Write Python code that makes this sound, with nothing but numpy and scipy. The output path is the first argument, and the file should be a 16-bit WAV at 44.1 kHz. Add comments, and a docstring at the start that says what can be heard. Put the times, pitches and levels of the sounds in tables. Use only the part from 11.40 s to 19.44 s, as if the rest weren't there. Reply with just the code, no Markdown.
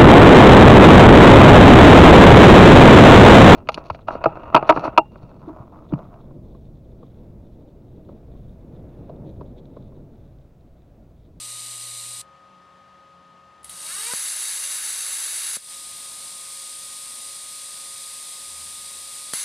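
"""Plasma torch on a cutting table

Air hisses from the nozzle and stops, then gas builds up with a rising buzz until the arc strikes through sheet steel.
The arc snaps off, cooling air flows on, and the arc strikes again. Motors whine and waver over the shop's hum.
Flows are noise shaped by resonances, buzz and motors are wavering sines, valve and arc spit short noise bursts,
and cracks and thuds are fast-dying sines. An automatic gain control turns the level down in loud moments."""
import sys
import numpy as np
from scipy import signal
from scipy.fft import rfft, irfft, next_fast_len
from scipy.io import wavfile
from scipy.ndimage import minimum_filter1d, map_coordinates

SR = 44100
rng = np.random.default_rng(int(sys.argv[2]) if len(sys.argv) > 2 else 0)


def generate_wav(signal):
    """Clip the signal to [-1, 1] and save it as 16-bit WAV at the path in sys.argv[1]."""
    frames = np.transpose(np.atleast_2d(signal))
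    scaled = np.clip(frames, -1, 1) * 32767
    pcm = np.round(scaled).astype(np.int16)
    wavfile.write(sys.argv[1], SR, pcm)


N = 354563

# What the torch does when, in seconds.
AIR_OFF_S, VALVE_S, STRIKE_S, ARC_OFF_S, RESTRIKE_S = .8162, 2.2305, 2.736, 4.169, 7.935
SWITCH_S = .003  # a flow starts or stops within this


def amp(db):
    """Turn decibels into a plain multiplier."""
    return 10 ** (np.asarray(db) / 20)


def unit(x):
    """Scale to an rms of 1."""
    return x / np.sqrt(np.mean(x ** 2) + 1e-20)


def along(points, hz):
    """Read a curve of (Hz, value) points on a log frequency axis."""
    f, v = np.transpose(points)
    return np.interp(np.log(hz + 1), np.log(f + 1), v)


def wobble(rate):
    """A smooth random curve with this many knots a second."""
    knots = rng.standard_normal(int(N * rate / SR) + 4)
    return map_coordinates(knots, [np.arange(N) * rate / SR])


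def sine(hz):
    """A sine of rms 1 that follows a changing frequency."""
    return np.sqrt(2) * np.sin(2 * np.pi * np.cumsum(hz) / SR)


def filtered(x, response):
    """Multiply the spectrum of x by a response of frequency."""
    m = next_fast_len(N + SR // 2)
    hz = np.fft.rfftfreq(m, 1 / SR)
    return irfft(rfft(x, m) * response(hz), m)[..., :N]


def between(a, b, edge=SWITCH_S):
    """1 from a to b seconds and 0 outside, with short ramps."""
    corners = [a - edge / 2, a + edge / 2, b - edge / 2, b + edge / 2]
    return np.interp(np.arange(N) / SR, corners, [0, 1, 1, 0])


def flow(rows, echo_db=-120, t60=.1):
    """Steady while a flow is on; afterwards a weaker echo dies away, 60 dB in t60 seconds."""
    t = np.arange(N) / SR
    level = np.zeros(N)
    for start, stop, db in rows:
        echo = (t >= stop) * amp(echo_db - 60 * np.abs(t - stop) / t60)
        level += amp(db) * (between(start, stop) + echo)
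    return level


def resonant(peaks, hz):
    """Power response of steep-sided resonances."""
    return sum(amp(2 * db) / (1 + ((hz - c) / w) ** 2) ** 2 for c, w, db in peaks)


# Spacing of the two microphone ports. Each row: frequency in Hz, lead of left over right in radians.
PORT_LEAD = [(80, 0.015), (200, 0.34), (550, 0.26), (1100, 0), (11000, 0), (11800, -1.2), (12600, -1.2),
             (13200, 0)]


def panned(x, pan):
    """Left and right, tilted in level and shifted in phase against each other by frequency."""
    half = np.array([[.5], [-.5]])
    return filtered(x, lambda hz: amp(half * along(pan, hz)) * np.exp(1j * half * along(PORT_LEAD, hz)))


def rush(gain, apart, pan):
    """Stereo noise of rms 1 with a colour, a width and a balance by frequency."""
    noise = rng.standard_normal((2, N))
    mid, side = filtered(noise, lambda hz: gain(hz) * amp([0 * hz, along(apart, hz)]))
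    return unit(panned(np.array([mid + side, mid - side]), pan))


# Stereo balance of the jets. Each row: frequency in Hz, left minus right in dB.
JET_BALANCE = [(300, 2), (1300, 2), (2200, 1.3), (5500, -0.05), (9000, 1.3), (10600, 0.5), (11300, -2),
               (12800, 1), (13800, -0.5)]


def jet(level, air, peaks, apart, air_db, flicker_db, rough_db):
    """Broad turbulence (shifted by air_db) plus resonances; the flow flickers slowly and sputters fast."""
    def gain(hz):
        turbulence = amp(2 * (along(air, hz) + air_db))
        return np.sqrt(resonant(peaks, hz) + turbulence)
    unsteady = amp(flicker_db * wobble(12) + rough_db * wobble(350))
    return level * unsteady * rush(gain, apart, JET_BALANCE)


# When the first air flows. Each row: start in seconds, stop in seconds, level in dB.
PURGE_TIMES = [(-1, AIR_OFF_S, -35.5)]
# What nozzle, sheet and slats reinforce. Each row: frequency in Hz, width in Hz, relative level in dB.
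PURGE_RESONANCES = [(2320, 110, -20.5), (2940, 250, -12.5), (4030, 430, -10.5), (4800, 110, -7.5),
                    (6080, 300, -10), (7150, 160, -9), (8130, 160, -1), (8940, 220, -3), (12100, 95, -22),
                    (14800, 62, -30)]
# Broad turbulence under those peaks, before its shift. Each row: frequency in Hz, relative level in dB per Hz.
PURGE_TURBULENCE = [(820, -53), (1400, -21.5), (1710, -19), (1910, -14.0), (2980, -13.5), (3230, -12.5),
                    (3930, -3.0), (4750, -7.5), (5460, -10.5), (6530, -11), (8890, 1), (13800, -21.5),
                    (15000, -31), (15250, -80)]
# Stereo width of the air. Each row: frequency in Hz, side minus mid in dB.
AIR_WIDTH = [(1200, -16), (1900, -41), (3000, -53), (4200, -20.5), (6000, -34), (6700, -11.5),
             (7500, -21.5), (10300, -16), (11000, -10), (11700, -2), (12800, -1.5), (14500, -12),
             (15200, -4)]


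def purge_air():
    """Air hisses steadily from the nozzle; a faint echo lingers in the shop when it stops."""
    level = flow(PURGE_TIMES, echo_db=-38, t60=.17)
    return jet(level, PURGE_TURBULENCE, PURGE_RESONANCES, AIR_WIDTH, -1, 0.29, .8)


# Stereo balance of shop and motors. Each row: frequency in Hz, left minus right in dB.
SHOP_BALANCE = [(60, 1.5), (150, -1), (500, 3), (1300, 4), (1600, 1), (3500, 2.5), (5000, 1), (6500, 1),
                (11500, 1), (13000, -2)]


def motor_whine():
    """A motor holding the carriage sings about 11 Hz higher from .82 to 2.38 s, and softer under the first arc."""
    higher = between(AIR_OFF_S, 2.38)
    arc = between(STRIKE_S, ARC_OFF_S + 0.063, edge=.14)
    hz = 1238.7 + 11 * higher + 1.5 * wobble(30)
    db = -53.5 - 0.5 * higher - 6 * arc + 0.33 * wobble(20)
    return panned(amp(db) * sine(hz), SHOP_BALANCE)


# Steadier and fuzzier machine tones. 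Each row: start in seconds, stop in seconds, frequency in Hz,
# level in dB, width in Hz (a wider tone wavers further and faster in pitch and level).
MACHINE_TONES = [(-1, 9, 545.5, -64.5, 3.1), (-1, AIR_OFF_S, 119.3, -57, 2),
                 (-1, AIR_OFF_S, 334, -73.5, 5.2), (-1, AIR_OFF_S, 1087, -67.5, 7.6),
                 (AIR_OFF_S, STRIKE_S, 77.3, -72.5, 10), (AIR_OFF_S, STRIKE_S, 145, -73.5, 9.6),
                 (AIR_OFF_S, STRIKE_S, 182.5, -68, 9.2), (AIR_OFF_S, STRIKE_S, 1091, -71.5, 8),
                 (AIR_OFF_S, STRIKE_S, 1800, -72, 6.15), (ARC_OFF_S, 9, 79.8, -73.5, 6.7),
                 (ARC_OFF_S, 9, 237.5, -75, 6), (ARC_OFF_S, 9, 1081, -67, 4), (7, 7.6, 80, -64, 4)]


def machine_tones():
    """Sines that waver at random in pitch and level, each while its machine tone lasts."""
    tones = np.zeros(N)
    for start, stop, hz, db, width in MACHINE_TONES:
        level = amp(db + 0.37 * width * wobble(width + 1))
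        tones += level * between(start, stop) * sine(hz + .5 * width * wobble(width + 1))
    return panned(tones, SHOP_BALANCE)


# Colour of the shop's hum. Each row: frequency in Hz, relative level in dB per Hz.
SHOP_COLOUR = [(15, -59), (25, -28), (60, -15.5), (150, -8), (488, -13.5), (543, -10.5), (604, -9.5),
               (1150, -8.5), (1240, -9.5), (1350, -13.5), (1670, -14.5), (2240, -19), (3010, -18.5),
               (9520, -37.5), (15000, -55)]
# Stereo width of the hum. Each row: frequency in Hz, side minus mid in dB.
SHOP_WIDTH = [(60, -26), (150, -20), (500, -8), (1300, -18), (4000, -21), (5500, -8), (10000, -10),
              (11500, 0), (13000, 0), (14500, -7)]


def shop_hum():
    """Broad noise, strongest at low and middle pitches, that drifts slowly in level."""
    level = amp(-56.5 + 0.48 * wobble(3.1))
    return level * rush(lambda hz: amp(along(SHOP_COLOUR, hz)), SHOP_WIDTH, SHOP_BALANCE)


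# Gas valve and arc spit. Each row: start in seconds, level in dB before the trims below,
# time of the quick part to fall 60 dB in seconds.
SPIT_TIMES = [(2.2305, -42, .02), (2.2435, -25, .018), (2.2943, -19.5, .009), (7.9345, -16, .02)]
# Colour of the spits. Each row: frequency in Hz, width in Hz, relative level in dB.
SPIT_RESONANCES = [(2040, 110, -7), (3660, 1000, -10), (8600, 1200, -8), (10300, 650, 0), (13500, 900, -20)]
# Stereo width of spits, gas and arc. Each row: frequency in Hz, side minus mid in dB.
ARC_WIDTH = [(300, -4), (700, -13.5), (1500, -14.5), (3600, -49), (5700, -22), (6600, -20), (8000, -18.5),
             (10300, -19), (11000, -7), (11600, 3), (12400, -3), (13000, 0), (13600, -4), (15200, 2)]


def spits():
    """Short bursts of bright hiss: a quick rise, a fast fall and a weaker, slower tail."""
    burst, t = np.zeros(N + SR), np.arange(SR // 10) / SR
    rise = 1 - np.exp(-t / 0.00093)
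    for start, db, t60 in SPIT_TIMES:
        quick = amp(db - 6.5 - 60 * t / t60)
        tail = amp(db - 19 - 60 * t / 0.17)
        burst[round(start * SR):][:len(t)] += (quick + tail) * rise
    return burst[:N] * rush(lambda hz: np.sqrt(resonant(SPIT_RESONANCES, hz)), ARC_WIDTH, JET_BALANCE)


# The valve opens in steps. Each row: end in seconds, dB held back until then (rows add up).
VALVE_STEPS = [(2.2435, 10), (2.2943, 6)]
# What reinforces the gas. Each row: frequency in Hz, width in Hz, relative level in dB.
BUILD_RESONANCES = [(1540, 83, -10), (2800, 130, -14), (3800, 51, -1.5), (4360, 44, -2), (4680, 71, -2),
                    (5410, 140, -20), (5940, 100, -17), (6300, 89, -7), (6560, 28, -2), (7000, 51, -6.5),
                    (7150, 36, -14), (8760, 250, -0.5), (9470, 29, -4), (9810, 37, -6), (10100, 56, -3),
                    (10640, 91, -3), (11200, 40, -18), (12100, 83, -16), (12500, 270, -14.5),
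                    (13500, 73, -12.5)]
# Broad turbulence of the gas, before its shift. Each row: frequency in Hz, relative level in dB per Hz.
BUILD_TURBULENCE = [(410, -27), (700, -19.0), (1280, -11.0), (2460, -12.5), (2760, -9.0), (3180, -10.0),
                    (4500, -7.5), (7240, -10.0), (8670, 2.0), (10500, -6.5), (15000, -27), (15250, -80.5)]
# Sheet and slats pass some overtones of the flutter and swallow others. Each row: frequency in Hz, gain in dB.
SHEET_GAIN = [(320, -16), (370, -20), (420, -6), (460, -14), (500, -8), (620, 0), (750, -18), (900, -4),
              (1000, -1), (1110, 2), (1270, -5), (1500, 3), (1750, 3), (1880, -6), (2080, 0), (2450, -9),
              (2800, -4), (3300, -25)]


def gas_build_up():
    """Gas swells up to the strike while its jet flutters ever faster and louder: a buzz that also chops the hiss."""
    t = np.arange(N) / SR
    left = np.clip(STRIKE_S - t, 0, STRIKE_S - VALVE_S)  # seconds left until the strike
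    buzz_from_s, buzz_fade_s = 2.42, .05
    on = between(buzz_from_s, STRIKE_S) * np.clip((t - buzz_from_s) / buzz_fade_s, 0, 1)
    hz = 508 - 715 * left  # rises 715 Hz a second
    uneven = 1 + .014 * wobble(120) + .012 * wobble(18)
    turn = 2 * np.pi * np.cumsum(hz * uneven) / SR
    overtones = np.zeros(N)
    for k in range(1, 9):
        broken_db = 2.8 * wobble(70) + 3.2 * wobble(22)
        overtone = np.sin(k * turn + 0.71 * wobble(40))
        overtones += amp(along(SHEET_GAIN, k * hz) + broken_db) * overtone
    buzz = on * amp(-33.5 - 80 * left) * overtones  # grows 80 dB a second
    choked_db = sum(db * (t < end) for end, db in VALVE_STEPS)
    level = between(VALVE_S, STRIKE_S) * amp(-21.5 - 48.5 * left - choked_db)  # grows 48.5 dB a second
    hiss = jet(level, BUILD_TURBULENCE, BUILD_RESONANCES, ARC_WIDTH, -1.7, 1.0, 0.69)
    return hiss * (1 + 0.3 * on * np.sin(turn)) + panned(buzz, JET_BALANCE)


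# When the arc burns. Each row: start in seconds, stop in seconds, level in dB.
ARC_TIMES = [(STRIKE_S, ARC_OFF_S, -20.5), (RESTRIKE_S, 9, -21.5)]
# What reinforces the arc. Each row: frequency in Hz, width in Hz, relative level in dB.
ARC_RESONANCES = [(607, 43, -20.5), (1640, 380, -13.5), (2116, 46, -11.5), (2780, 78, -11),
                  (3786, 120, -6.5), (4680, 225, -9.5), (5500, 150, -13.5), (5800, 20, -5), (6180, 34, -3),
                  (6410, 170, -7.5), (6760, 110, -20.5), (7470, 79, -7), (7810, 67, -3), (7960, 38, -6),
                  (8800, 86, -2), (9200, 110, -5.5), (10050, 84, 0), (10520, 280, 1), (11300, 110, -30),
                  (11900, 160, -27), (12500, 180, -14), (13200, 230, -24), (13900, 120, -21)]
# Broad turbulence of the arc, before its shift. Each row: frequency in Hz, relative level in dB per Hz.
ARC_TURBULENCE = [(120, -70), (200, -29.5), (400, -25), (545, -28), (597, -28), (756, -19.5), (1540, -13.5),
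                  (3070, -13), (4590, -5.5), (5210, -13), (6250, -9.5), (9340, -5), (10400, -7),
                  (15600, -29)]


def arc_roar():
    """The burning arc roars as a strong jet; its echo dies away in the shop when it stops."""
    level = flow(ARC_TIMES, echo_db=-11.5, t60=0.25)
    return jet(level, ARC_TURBULENCE, ARC_RESONANCES, ARC_WIDTH, -3.0, 0.29, 0.86)


# Arc on or off. Each row: start in seconds, crack level in dB, thud level in dB (both before the bass cut).
ARC_POPS = [(2.7363, -12, -17), (4.1694, -23, -23.5), (7.9359, -16, -22)]


def arc_pops():
    """A sharp crack on a slower pressure swing when the arc starts or dies."""
    push, t = np.zeros(N + SR), np.arange(SR // 10) / SR

    def ring(hz, t60):
        return amp(-60 * t / t60) * np.sin(2 * np.pi * hz * t)
    crack = ring(1300, .0045) - .35 * ring(4500, .015)
    thud = ring(560, .009) + .45 * ring(230, .025)
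    for start, crack_db, thud_db in ARC_POPS:
        push[round(start * SR):][:len(t)] -= amp(crack_db) * crack + amp(thud_db) * thud
    # low cut of the microphone: the pops have no deep bass
    push = filtered(push[:N], lambda hz: (1j * hz / (110 + 1j * hz)) ** 2)
    return panned(push, JET_BALANCE)


# When cooling air flows. Each row: start in seconds, stop in seconds, level in dB.
COOLING_TIMES = [(ARC_OFF_S, RESTRIKE_S, -36.5)]
# What reinforces the cooling air. Each row: frequency in Hz, width in Hz, relative level in dB.
COOLING_RESONANCES = [(3810, 69, -7), (4370, 66, -5), (4870, 370, -7), (6700, 40, -15), (8130, 70, -2),
                      (9100, 540, -2.5), (9730, 93, -7)]
# Broad turbulence of the cooling air, before its shift. Each row: frequency in Hz, relative level in dB per Hz.
COOLING_TURBULENCE = [(820, -26), (1400, -17.0), (2670, -11), (3100, -12.0), (3460, -4.5), (4800, -7),
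                      (5680, -8.5), (7070, -8.0), (8130, -2.0), (8980, 0.5), (10700, -6.5), (11500, -13),
                      (13400, -16.5), (15000, -27.5), (15250, -80)]


def cooling_air():
    """Air flows on between the two arcs as a steady hiss."""
    return jet(flow(COOLING_TIMES), COOLING_TURBULENCE, COOLING_RESONANCES, AIR_WIDTH, -0.5, 0.32, 0.33)


def frame_echoes(x):
    """Faint scattered echoes off slats and rails comb the hiss finely."""
    t = np.arange(1, SR // 25) / SR
    scatter = unit(rng.standard_normal(len(t)) * amp(-60 * t / .08))
    echoes = amp(-13) * scatter / np.sqrt(len(t))
    return signal.fftconvolve(x, np.r_[1, echoes][None], axes=1)[:, :N]


def scene():
    """The jets with their echoes, the spits and pops, the motors and the shop."""
    jets = frame_echoes(purge_air() + gas_build_up() + arc_roar() + cooling_air())
    machines = motor_whine() + machine_tones() + shop_hum()
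    return jets + spits() + arc_pops() + machines


def record(dry):
    """Gain drops within some milliseconds above a knee, holds, then climbs steadily; then low cut and band limit."""
    knee_db, firmness = -32.5, .64  # firmness: share of the excess dB taken off
    look_s, hold_s, back_db_per_s = .015, .045, 80
    top_hz, low_cut_hz = 15700, 40
    look = round(look_s * SR)
    power = signal.lfilter([1 / look], [1, 1 / look - 1], np.mean(dry ** 2, axis=0))  # smoothed
    want_db = -firmness * np.maximum(0, 10 * np.log10(power + 1e-12) - knee_db)
    span = 2 * round(hold_s * SR / 2) + 1
    held_db = minimum_filter1d(want_db, size=span, origin=span // 2)
    ramp = back_db_per_s * np.arange(N) / SR
    gain_db = ramp + np.minimum.accumulate(held_db - ramp)  # never climbs faster than the ramp
    return filtered(dry * amp(gain_db), lambda hz: (hz < top_hz) * 1j * hz / (low_cut_hz + 1j * hz))


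dry = scene()
out = record(dry)
generate_wav(out)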